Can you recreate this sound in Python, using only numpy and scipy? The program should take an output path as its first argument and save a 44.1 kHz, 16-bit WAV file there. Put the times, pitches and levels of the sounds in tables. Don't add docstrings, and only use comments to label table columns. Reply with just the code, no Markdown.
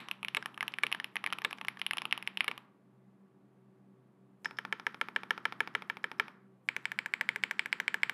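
import sys
import numpy as np
from scipy import signal
from scipy.fft import rfft, irfft
from scipy.io import wavfile
from scipy.ndimage import uniform_filter1d

SR = 44100
rng = np.random.default_rng(int(sys.argv[2]) if len(sys.argv) > 2 else 0)


def put_to_file(sound):
    columns = np.atleast_2d(sound).T
    safe = np.clip(columns, -1, 1)
    whole_steps = np.round(safe * 32767)
    wavfile.write(sys.argv[1], SR, whole_steps.astype(np.int16))


N = 358533
ONSET_DELAY_S = .0009


def amp(db):
    return 10 ** (np.asarray(db) / 20)


def fade(t, t60_s):
    return np.exp(-np.log(1000) * t / t60_s)


def resonance(f, centre_hz, half_width_hz):
    return 1 / (1 + ((f - centre_hz) / half_width_hz) ** 2)


def butter(x, order, hz, kind="low"):
    return signal.sosfilt(signal.butter(order, hz, kind, fs=SR, output="sos"), x)


def noise(n, gain):
    hz = np.arange(n // 2 + 1) * SR / n + 1
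    return irfft(rfft(rng.standard_normal(n)) * gain(hz), n)


def add(track, sound, time_s):
    i = int((time_s + ONSET_DELAY_S) * SR)
    track[..., i:i + sound.shape[-1]] += sound[..., :N - i]


# (frequency [Hz], relative density [dB])
FAN_AIR = [(15, -82.5), (25, -58), (105, -28.5), (120, -14.5), (161, -12.5), (175, -16), (195, -0.5),
           (229, -11), (384, -17), (463, -19), (1130, -26.5), (1230, -27.5), (5730, -52.5), (10700, -50.5),
           (16000, -55.5)]
# (frequency [Hz], level [dB])
FAN_TONES = [(129.2, -73.5), (193.8, -70), (290.7, -81), (344.5, -90), (382.2, -76.5), (1141, -89)]


def fan(air_db=-66.5):
    hz, db = np.transpose(FAN_AIR)
    air = noise(N, lambda f: amp(np.interp(np.log(f), np.log(hz), db)))
    out = amp(air_db) * air / air.std()
    for tone_hz, tone_db in FAN_TONES:
        waver = noise(N, lambda f: resonance(f, tone_hz, .025 * tone_hz))
        steady = np.sqrt(2) * np.sin(2 * np.pi * (tone_hz * np.arange(N) / SR + rng.random()))
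        out += amp(tone_db) * (1.1 * steady + 0.78 * waver / waver.std())
    return out


# (centre [Hz], t60 [s], level [dB])
ROOM_TAILS = [(209, 0.62, -26.5), (926, 0.54, -36), (2340, 0.31, -44), (4630, 0.39, -44),
              (10200, 0.15, -44)]
# (delay [s], level [dB])
ROOM_ECHOES = [(.0038, -16.5), (.0105, -24), (0.0155, -29)]


def room(dry):
    t = np.arange(SR // 2) / SR
    response = np.zeros(len(t))
    for hz, t60_s, db in ROOM_TAILS:
        band = noise(len(t), lambda f: np.exp(-np.log2(f / hz) ** 2))
        response += amp(db) * band * fade(t, t60_s) * (1 - np.exp(-t / 0.0013))
    for delay_s, db in ROOM_ECHOES:
        response[int(delay_s * SR)] += amp(db)
    return signal.fftconvolve(dry, response)[:N]


def stem_slides(level_db=-85, half_width_s=.06, centre_hz=10400):
    t, travel = np.arange(N) / SR, np.zeros(N)
    for table in [LETTER_PRESSES, LETTER_RELEASES] + WIDE_HITS:
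        for time_s, *_ in table:
            start = max(int((time_s - 2 * half_width_s) * SR), 0)
            span = slice(start, int((time_s + 2 * half_width_s) * SR))
            swell = np.exp(-((t[span] - time_s) / half_width_s) ** 2)
            travel[span] = np.maximum(travel[span], swell)
    steps = np.repeat(rng.standard_normal(N // 256 + 1), 256)
    flicker = amp(3 * uniform_filter1d(steps, size=256)[:N])
    hiss = noise(N, lambda f: np.exp(-(np.log2(f / centre_hz) / 0.78) ** 2))
    return amp(level_db) * travel * flicker * hiss / hiss.std()


# (time [s], level [dB])
FINGER_TOUCHES = [(.362, -47.5), (.667, -55), (.719, -46.5), (0.827, -46), (1.44, -44), (1.505, -46.5),
                  (1.574, -51.5), (1.669, -48.5), (1.791, -43.5), (2.398, -50), (2.265, -47), (4.445, -34),
                  (4.569, -47.5)]


def finger_touches(brush_lead_s=0.0094, brush_db=-46, spring_hz=5280, spring_t60_s=0.12):
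    out, t = np.zeros(N), np.arange(6144) / SR
    brushes = []
    for press_s, press_db, _, _ in UPPER_STROKES + LOWER_STROKES:
        time_s = press_s - brush_lead_s + rng.normal(0, .002)
        brushes.append((time_s, press_db + brush_db + rng.normal(0, 5)))
    for time_s, db in FINGER_TOUCHES + brushes:
        on_upper_key = UPPER_STROKES[0][0] - 1 < time_s < UPPER_STROKES[-1][2]
        spring_db = -14.5 if on_upper_key else -30
        scuff = noise(len(t), lambda f: f / 1500 / (1 + (f / 1500) ** 2) / (1 + (f / 7000) ** 4))
        scuff *= fade(t, 0.025) * (1 - np.exp(-t / 0.00027))
        spring = noise(len(t), lambda f: resonance(f, spring_hz, 140))
        spring = amp(spring_db) * fade(t, spring_t60_s) * spring / spring.std()
        add(out, amp(db) * (scuff / abs(scuff).max() + spring), time_s)
    return out


# (pitch ratio, level [dB])
SPRING_PARTIALS = [(.9, -3.5), (1, -1.5), (1.25, -8)]


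def spring_ring(pitch_hz, half_width_hz=220, t60_s=0.41):
    t = np.arange(6144) / SR
    ring = noise(len(t), lambda f: sum(amp(db) * resonance(f, ratio * pitch_hz, half_width_hz)
                                       for ratio, db in SPRING_PARTIALS))
    return fade(t, t60_s) * ring / ring.std()


# (frequency [Hz], t60 [s], letter [dB], upper press [dB], upper release [dB],
# lower press [dB], lower release [dB], space bar [dB])
BOARD_MODES = [(285, 0.03, -19, -15.5, -24.5, -18.5, -27, -22), (428, 0.094, -2, -1.5, -4, -1, -6, -6),
               (495, 0.069, -23, -1.5, -1.5, -0.5, -6, -5), (592, 0.063, -19.5, -8, -1, -10, -6.5, -7),
               (921.6, 0.045, 12, 11.5, 11.5, 11.5, 8.5, 2), (1184, 0.02, 26, 8.5, 20, 17, 12.5, 18.5),
               (1370, 0.026, -3.5, -7.5, -1.5, -56, -15, -5.5), (1745, 0.016, 2.5, 2.5, 0.5, -1, 12.5, 6),
               (1995, 0.013, 2, -4.5, -35, 4, 8.5, 0), (2233, 0.013, 4.5, -1, 2, 10.5, 8.5, 10),
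               (2510, .014, 3.5, -17.5, -20.5, -11, -16, 2.5), (2774, 0.0091, 9, -4, -8.5, 4, 2, 8.5),
               (3065, 0.019, -5.5, -13.5, -14, -8, -9, -9.5),
               (3343, 0.015, -18, -23.5, -14.5, -11.5, -14, 2), (3670, .014, -14, -23, -27, -12, -8, -0.5),
               (4050, 0.0067, -29, -26.5, -26.5, -6, -15, -21.5),
               (5040, 0.01, -9, -24, -14.5, -12.5, -12, -22.5),
               (5424, 0.012, -8, -23.5, -22, -21, -16, -15.5),
               (5900, 0.0055, -32.5, -20, -86, -45, -6.5, -32),
               (7343, 0.018, -38.5, -12.5, -13.5, -35.5, -20, -22),
               (7800, 0.0068, -16.5, -3.5, -8.5, 11.5, -12, -2.5), (10100, .009, -8, -6, -15, -5, -20, -7),
               (10760, 0.0046, 13, 4.5, 11.5, -0.5, -20, 2), (13500, .008, -15, -11, 3, -22, -13.5, -14)]
MODE_HZ, MODE_T60_S, LETTER_MODE_DB, *WIDE_MODE_DB = np.transpose(BOARD_MODES)
THUD_TOP_HZ, FOAM_HZ, TICK_FOOT_HZ, CAP_FOOT_HZ = 1200, 4300, 6500, 740


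def knock(mode_db, thud_db, tick_db, damping, snap, rattle_db, detune):
    t = np.arange(3072) / SR
    pitch_hz = MODE_HZ * (1 + detune * rng.standard_normal(len(MODE_HZ)))
    contact = 1 - np.exp(-t / 0.00043)
    cap_decay = snap * fade(t, 0.0033)
    plate_decay = fade(t, MODE_T60_S[:, None] / damping)
    envelope = contact * (plate_decay + cap_decay)
    rings = -amp(mode_db)[:, None] * np.sin(2 * np.pi * pitch_hz[:, None] * t) * envelope
    thud = rings[MODE_HZ < THUD_TOP_HZ].sum(axis=0)
    clack = rings[(MODE_HZ > THUD_TOP_HZ) & (MODE_HZ < FOAM_HZ)].sum(axis=0)
    clack = butter(clack, 4, FOAM_HZ)
    clack += rings[(MODE_HZ > FOAM_HZ) & (MODE_HZ < TICK_FOOT_HZ)].sum(axis=0)
    clack = butter(clack, 2, CAP_FOOT_HZ, "high")
    tick = rings[MODE_HZ > TICK_FOOT_HZ].sum(axis=0)
    grit = np.diff(rng.standard_normal(len(t) + 1)) * fade(t, .008)
    tick = tick / abs(tick).max() + amp(-9) * grit
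    blow = clack / abs(clack).max() + amp(thud_db) * thud / abs(thud).max() + amp(tick_db) * tick
    bounce_lag = int(SR * rng.uniform(.002, .005))
    blow[bounce_lag:] += amp(rattle_db) * blow[:-bounce_lag]
    return np.array([blow, blow * fade(t, 0.0052)])


# (time [s], level [dB], plate pitch [Hz])
LETTER_PRESSES = [(0.112, -18, 2595), (0.247, -19.5, 2380), (0.283, -19, 3220), (0.347, -15, 2305),
                  (0.425, -29, 1769), (0.607, -16.5, 2070), (0.679, -19, 2860), (0.738, -22.5, 2760),
                  (0.785, -19.5, 2020), (0.866, -18.5, 2735), (0.925, -13.5, 2500), (0.999, -21, 1670),
                  (1.043, -19.5, 2550), (1.166, -16.5, 2359), (1.262, -15.5, 2130), (1.331, -19, 3100),
                  (1.509, -27, 1740), (1.683, -15, 2250), (1.795, -34, 1134), (1.815, -17, 2549),
                  (1.864, -16, 2790), (1.909, -14, 1830), (1.982, -16.5, 3130), (2.11, -26, 3000),
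                  (2.125, -9, 2340), (2.225, -27, 2387), (2.274, -15.5, 2250), (2.372, -17, 2730),
                  (2.406, -9, 2340), (2.484, -24, 2900)]
# (time [s], level [dB], plate pitch [Hz])
LETTER_RELEASES = [(0.085, -27, 1100), (0.229, -25, 2740), (0.458, -21, 1670), (0.543, -38.5, 3050),
                   (0.576, -27.5, 1690), (0.627, -20.5, 1680), (0.916, -24, 2250), (0.947, -23, 1760),
                   (1.156, -21.5, 2000), (1.24, -19.5, 2000), (1.272, -24.5, 2000), (1.302, -34, 3000),
                   (1.325, -18.5, 1165), (1.385, -25.5, 2630), (1.418, -29, 1720), (1.528, -23, 2330),
                   (1.584, -34, 1010), (1.612, -24, 2264), (1.648, -27.5, 1270), (1.771, -35, 1680),
                   (1.933, -21.5, 2720), (1.97, -22.5, 1050), (2.018, -22.5, 1164), (2.053, -20, 2750),
                   (2.176, -24.5, 2490), (2.443, -25.5, 2350), (2.513, -22.5, 2350), (2.577, -29.5, 1104)]


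def letter_keys(mode_scatter_db=3, tick_scatter_db=3.5):
    out = np.zeros((2, N))
    for table, thud_db, mean_tick_db in [(LETTER_PRESSES, -18, -21), (LETTER_RELEASES, -7.5, -19)]:
        for time_s, db, plate_hz in table:
            boost_db = 11 * np.exp(-(np.log(MODE_HZ / plate_hz) / 0.18) ** 2)
            mode_db = rng.normal(LETTER_MODE_DB + boost_db, mode_scatter_db)
            tick_db = rng.normal(mean_tick_db, tick_scatter_db)
            blow = knock(mode_db, thud_db, tick_db, damping=1.29, snap=1.5, rattle_db=-22, detune=.03)
            add(out, amp(db) * blow, time_s)
    return out


# (press time [s], level [dB], release time [s], level [dB])
UPPER_STROKES = [(4.456, -19.5, 4.509, -34.5), (4.586, -20, 4.65, -26.5), (4.725, -15.5, 4.797, -31),
                 (4.866, -14.5, 4.944, -31.5), (5.012, -14, 5.085, -28), (5.161, -13.5, 5.233, -28.5),
                 (5.306, -13, 5.377, -28.5), (5.453, -13, 5.523, -26), (5.604, -12, 5.674, -26.5),
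                 (5.75, -13.5, 5.821, -29.5), (5.898, -17.5, 5.969, -30), (6.041, -17, 6.115, -27.5),
                 (6.197, -11.5, 6.281, -33)]
LOWER_STROKES = [(6.687, -12.5, 6.764, -18), (6.854, -15.5, 6.917, -21), (6.988, -14, 7.059, -20.5),
                 (7.137, -13.5, 7.21, -14), (7.289, -11.5, 7.359, -19), (7.436, -11, 7.51, -17),
                 (7.593, -11, 7.658, -21), (7.727, -11.5, 7.8, -16), (7.879, -11.5, 7.942, -14.5),
                 (8.032, -9.5, 8.095, -15.5)]
# (time [s], level [dB])
SPACE_HITS = [(0.368, -15), (0.8339, -11.5), (1.447, -13), (2.479, -15)]
# (time [s], level [dB])
WIDE_HITS = [*np.hsplit(np.array(UPPER_STROKES), 2), *np.hsplit(np.array(LOWER_STROKES), 2), SPACE_HITS]
# (thud [dB], tick [dB], damping, snap, rattle [dB], spring [Hz], spring [dB])
WIDE_TIMBRES = [(-16.5, -24.5, 1.27, 0.076, -19.5, 5280, -62), (-2.5, -24.5, 2.02, 0.91, -14.5, 4400, -60),
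                (-20, -23.5, 1.24, 1, -27, 7700, -63.5), (-15, -19.5, 1.21, 1, -15, 7700, -63),
                (-12.5, -20, 0.83, 0.44, -20.5, 3900, -58)]


def wide_keys(mode_scatter_db=2.2):
    out = np.zeros((2, N))
    for hits, mean_mode_db, timbre in zip(WIDE_HITS, WIDE_MODE_DB, WIDE_TIMBRES):
        thud_db, tick_db, damping, snap, rattle_db, spring_hz, spring_db = timbre
        for time_s, db in hits:
            mode_db = rng.normal(mean_mode_db, mode_scatter_db)
            blow = knock(mode_db, thud_db, tick_db, damping, snap, rattle_db, detune=.01)
            add(out, amp(db) * blow, time_s)
            add(out[0], amp(db + spring_db) * spring_ring(spring_hz), time_s)
    _, room_feed = knock(mean_mode_db, thud_db, -18.5, damping, snap, rattle_db, detune=0)
    add(out[1], amp(-12) * room_feed, -ONSET_DELAY_S)
    return out


def scene():
    keys = butter(letter_keys() + wide_keys(), 3, 129, "high")
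    direct, room_feed = keys + finger_touches()
    return (direct + room(room_feed) + stem_slides() + fan())[None]


def record(dry):
    droop_hz, cutoff_hz = 13600, 16200
    mic = butter(dry, 5, droop_hz)
    return signal.sosfilt(signal.ellip(8, .2, 70, cutoff_hz, fs=SR, output="sos"), mic)


dry = scene()
out = record(dry)
put_to_file(out)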